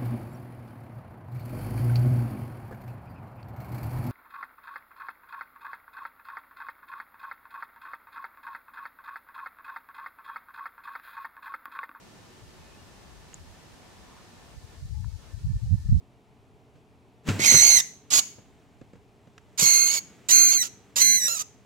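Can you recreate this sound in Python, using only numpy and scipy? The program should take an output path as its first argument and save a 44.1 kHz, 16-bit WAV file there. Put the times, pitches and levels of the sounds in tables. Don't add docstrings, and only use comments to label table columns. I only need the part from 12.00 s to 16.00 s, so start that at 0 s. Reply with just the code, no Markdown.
import sys
import numpy as np
from scipy import signal
from scipy.fft import rfft, irfft
from scipy.io import wavfile
from scipy.ndimage import uniform_filter1d

SR = 44100
rng = np.random.default_rng(int(sys.argv[2]) if len(sys.argv) > 2 else 0)


def materialize(psi):
    bounded = np.clip(np.atleast_2d(psi).T, -1, 1)
    quanta = np.round(bounded * 32767).astype(np.int16)
    wavfile.write(sys.argv[1], SR, quanta)


N = 176400
BIN_HZ = np.fft.rfftfreq(N, 1 / SR)


def undb(db):
    return 10 ** (np.asarray(db) / 20)


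def unit_rms(x):
    return x / np.sqrt(np.mean(x ** 2))


def curve_db(curve, hz):
    point_hz, db = np.array(curve, float).T
    return np.interp(np.log(hz + 1), np.log(point_hz), db)


def equalise(x, curve):
    return irfft(rfft(x) * undb(curve_db(curve, BIN_HZ)), N)


def noise(colour):
    return unit_rms(equalise(rng.standard_normal(N), colour))


def wander(rate_hz):
    rolloff = np.exp(-.5 * (BIN_HZ / rate_hz) ** 2)
    return unit_rms(irfft(rfft(rng.standard_normal(N)) * rolloff, N))


def blurred_tone(hz, width_hz):
    phase = 2 * np.pi * np.cumsum(hz * np.ones(N)) / SR
    return unit_rms(wander(width_hz / 2) * np.cos(phase) + wander(width_hz / 2) * np.sin(phase))


# (frequency [Hz], relative level [dB])
AIR_COLOUR = [(15, -41), (30, -7), (55, -8), (100, -1.5), (190, -3), (320, -6.5), (550, -10), (900, -10),
              (1500, -15.5), (2300, -18), (3600, -20), (6200, -22), (8500, -26.5), (11000, -31),
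              (15500, -39)]
# (frequency [Hz], side minus mid [dB])
AIR_WIDTH = [(100, -2), (380, -3), (700, -3), (1200, -4), (2400, -1), (4400, -1), (12000, -1.2)]


def far_air(mid_db=-54):
    mid = noise(AIR_COLOUR)
    side = equalise(noise(AIR_COLOUR), AIR_WIDTH)
    return undb(mid_db) * np.array([mid + side, mid - side])


# (start [s], end [s], pitch [Hz], bandwidth [Hz], level [dB])
WHINE_TONES = [(0, 0.87, 368, 17, -65), (1.5, 2.8, 738, 10, -74.5), (0.19, 4.6, 885, 37, -75.5),
               (0, 4.1, 1770, 61, -72), (0, 4.1, 3980, 45, -81)]


def whine(t, fade_s=0.08):
    out = np.zeros(N)
    for start, end, hz, width_hz, db in WHINE_TONES:
        fade = np.clip(np.minimum(t - start, end - t) / fade_s, 0, 1)
        out += undb(db) * fade * blurred_tone(hz, width_hz)
    return out


def eddies(colour, evenness=0.54):
    swings = signal.hilbert(noise(colour))
    power = uniform_filter1d(abs(swings) ** 2, size=500)
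    envelope = np.sqrt(uniform_filter1d(power, size=500) + 1e-6)
    return unit_rms(swings.real / envelope ** evenness)


# (start [s], length [s], left force [dB], right force [dB])
GUST_HITS = [(0.413, 0.029, -43.5, -71), (0.466, 0.03, -66, -50), (0.577, 0.066, -57, -62),
             (.815, 0.021, -48, -74), (1.403, 0.02, -42, -61), (1.478, 0.024, -60, -43),
             (1.519, 0.022, -58, -43.5), (1.726, 0.018, -68, -51), (2.564, 0.025, -52, -40),
             (2.641, 0.012, -38.5, -49), (2.78, 0.016, -41, -49), (2.821, 0.015, -41, -30),
             (2.843, 0.023, -32, -37), (2.897, 0.13, -30.5, -48), (2.967, 0.13, -28.5, -51),
             (3.122, 0.047, -33, -58), (3.333, 0.018, -27, -47), (3.364, 0.023, -33.5, -39),
             (3.41, 0.023, -44, -38), (3.439, 0.022, -19.5, -47), (3.463, 0.062, -44, -21.5),
             (3.535, 0.041, -23, -25), (3.617, 0.036, -23, -52), (3.657, 0.046, -31, -27),
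             (3.707, 0.047, -41, -15.5), (3.76, 0.059, -33.5, -35.5), (3.847, 0.025, -20, -39),
             (3.891, 0.014, -14.5, -28), (3.91, 0.038, -21, -12.5), (3.944, 0.044, -25, -18)]


def gust_force(t, port, edge_s=0.014, swirl_s=0.12, swirl_db=-14):
    power = np.zeros(N)
    for start, length, *port_db in GUST_HITS:
        inside = np.minimum(t - start, start + length - t) / edge_s
        gate = .5 + .5 * np.tanh(2 * inside)
        power += (undb(port_db[port]) * gate) ** 2
    swirl = uniform_filter1d(power, int(swirl_s * SR)).clip(0)
    return np.sqrt(power + swirl * undb(swirl_db) ** 2)


# (time [s], left level [dB], right level [dB])
BREEZE_RIDE = [(0, -72, -79), (.55, -59, -57), (.85, -58.5, -68), (1.1, -51, -67), (1.45, -60, -50),
               (1.8, -66, -68), (2.0, -54, -64), (2.25, -69, -68), (2.55, -52.5, -60), (4, -43, -55)]
# (frequency [Hz], relative level [dB])
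BUFFET_COLOUR = [(15, -38), (28, -14), (42, -6), (70, 0.5), (100, 0.5), (135, -11), (190, -27.5),
                 (250, -51), (400, -69), (800, -110)]
# (frequency [Hz], relative level [dB])
UPPER_RUMBLE_COLOUR = [(50, -25), (90, -1.5), (120, 6.5), (180, 0.5), (225, -13.5), (280, -35), (400, -60),
                       (800, -100)]
# (frequency [Hz], relative level [dB])
BITE_COLOUR = [(120, -23), (190, 0.5), (230, 0.5), (280, -7), (330, -14), (390, -33), (480, -67),
               (800, -100)]
# (frequency [Hz], relative level [dB])
PUFF_COLOUR = [(14, -26), (24, -11.5), (42, 1), (75, -1.5), (120, -12.5), (200, -23), (400, -70),
               (800, -100)]


def wind(t, port, strong_gust_db=-16.5, flutter_db=2):
    force = gust_force(t, port)
    strength = force / undb(strong_gust_db)
    upper_gain = undb(-6) * strength ** 0.87
    bite_gain = undb(-18.5) * np.minimum(strength, 1) ** 3.1
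    ride = np.array(BREEZE_RIDE)
    breeze_db = np.interp(t, ride[:, 0], ride[:, 1 + port]) + flutter_db * wander(rate_hz=6.1)
    gust_puff = undb(-3.5) * np.minimum(force, undb(-38))
    puff_gain = np.hypot(undb(breeze_db), gust_puff)
    body = eddies(BUFFET_COLOUR)
    upper_rumble = upper_gain * eddies(UPPER_RUMBLE_COLOUR)
    bite = bite_gain * eddies(BITE_COLOUR)
    return force * (body + upper_rumble + bite) + puff_gain * eddies(PUFF_COLOUR)


# (start [s], length [s], first pitch [Hz], last pitch [Hz], level [dB],
# relative blur level [dB], blur width [Hz])
BIRD_CALLS = [(.598, .05, 2590, 2470, -65, -10, 110), (0.638, 0.15, 2510, 2550, -69, -5, 90),
              (.783, .032, 2820, 2850, -63, -10, 110), (2.041, .18, 980, 1149, -74.5, 12, 300),
              (2.168, 0.061, 1593, 1090, -64, -8, 110), (2.933, 0.16, 850, 893, -67, -1, 80)]


def birds(t, fade_s=0.01):
    out = np.zeros(N)
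    for start, length, first_hz, last_hz, db, blur_db, blur_hz in BIRD_CALLS:
        progress = np.clip((t - start) / length, 0, 1)
        hz = first_hz + (last_hz - first_hz) * progress
        whistle = np.sin(2 * np.pi * np.cumsum(hz) / SR)
        blur = undb(blur_db) * blurred_tone(hz, blur_hz)
        fade = np.clip(np.minimum(progress, 1 - progress) * length / fade_s, 0, 1)
        out += undb(db) * fade * (whistle + blur)
    return out


# (time [s], ring pitch [Hz], attack [s], decay [s], envelope peak [dB])
CLOSE_TICKS = [(1.332, 1970, .0003, .0009, -45), (1.3327, 2800, .0003, 0.0017, -43.5),
               (1.3425, 6950, 0.00072, 0.00026, -26.5), (1.3429, 10700, 0.00018, .0003, -46),
               (1.3444, 7200, 0.00057, .0016, -45), (3.043, 1713, 0.002, 0.0025, -42),
               (3.044, 990, 0.0013, 0.0018, -37), (3.0447, 1380, 0.0015, 0.00062, -34)]


def ticks(t):
    out = np.zeros(N)
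    for start, hz, attack, decay, db in CLOSE_TICKS:
        age = np.maximum(t - start, 0)
        envelope = np.minimum(age / attack, 1) * np.exp(-np.maximum(age - attack, 0) / decay)
        out += undb(db) * envelope * np.sin(2 * np.pi * hz * age)
    return out


def scene():
    t = np.arange(N) / SR
    bed = far_air() + whine(t)
    buffeting = np.array([wind(t, port) for port in range(2)])
    return bed + buffeting + birds(t) + ticks(t)


# (frequency [Hz], cut [dB])
DUCK_SCOOP = [(150, 1.5), (300, 9), (500, 13), (1000, 16), (2000, 12), (3400, 8), (4200, 0)]


def wind_suppressor(x, threshold_db=-51.5, range_db=12.5, release_s=0.03, smooth_s=0.03):
    window, hop = 1024, 256
    hop_s = hop / SR
    hz, _, spectrum = signal.stft(x, SR, nperseg=window, noverlap=window - hop)
    power = np.mean(abs(spectrum) ** 2, axis=0) + 1e-18
    rumble_db = 10 * np.log10(power[hz < 200].sum(axis=0))
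    duck = np.tanh(np.maximum(rumble_db - threshold_db, 0) / range_db)
    for i in range(1, len(duck)):
        duck[i] = max(duck[i], duck[i - 1] * np.exp(-hop_s / release_s))
    duck = uniform_filter1d(duck, int(smooth_s / hop_s))
    held_power = uniform_filter1d(power, int(.05 / hop_s), axis=1).clip(1e-18)
    held_db = 10 * np.log10(held_power)
    prominence_db = held_db - uniform_filter1d(held_db, size=9, axis=0)
    spared = 0.98 * np.clip(prominence_db / 4, 0, 1)
    cut_db = curve_db(DUCK_SCOOP, hz)[:, None] * duck * (1 - spared)
    _, ducked = signal.istft(spectrum * undb(-cut_db), SR, nperseg=window, noverlap=window - hop)
    return ducked[:, :N]


def record(dry, low_cut_hz=29.5, high_cut_hz=15700):
    low_cut = signal.butter(2, low_cut_hz, "highpass", fs=SR, output="sos")
    high_cut = signal.ellip(10, .2, 80, high_cut_hz, fs=SR, output="sos")
    ducked = wind_suppressor(signal.sosfilt(low_cut, dry))
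    return signal.sosfilt(high_cut, ducked)


dry = scene()
out = record(dry)
materialize(out)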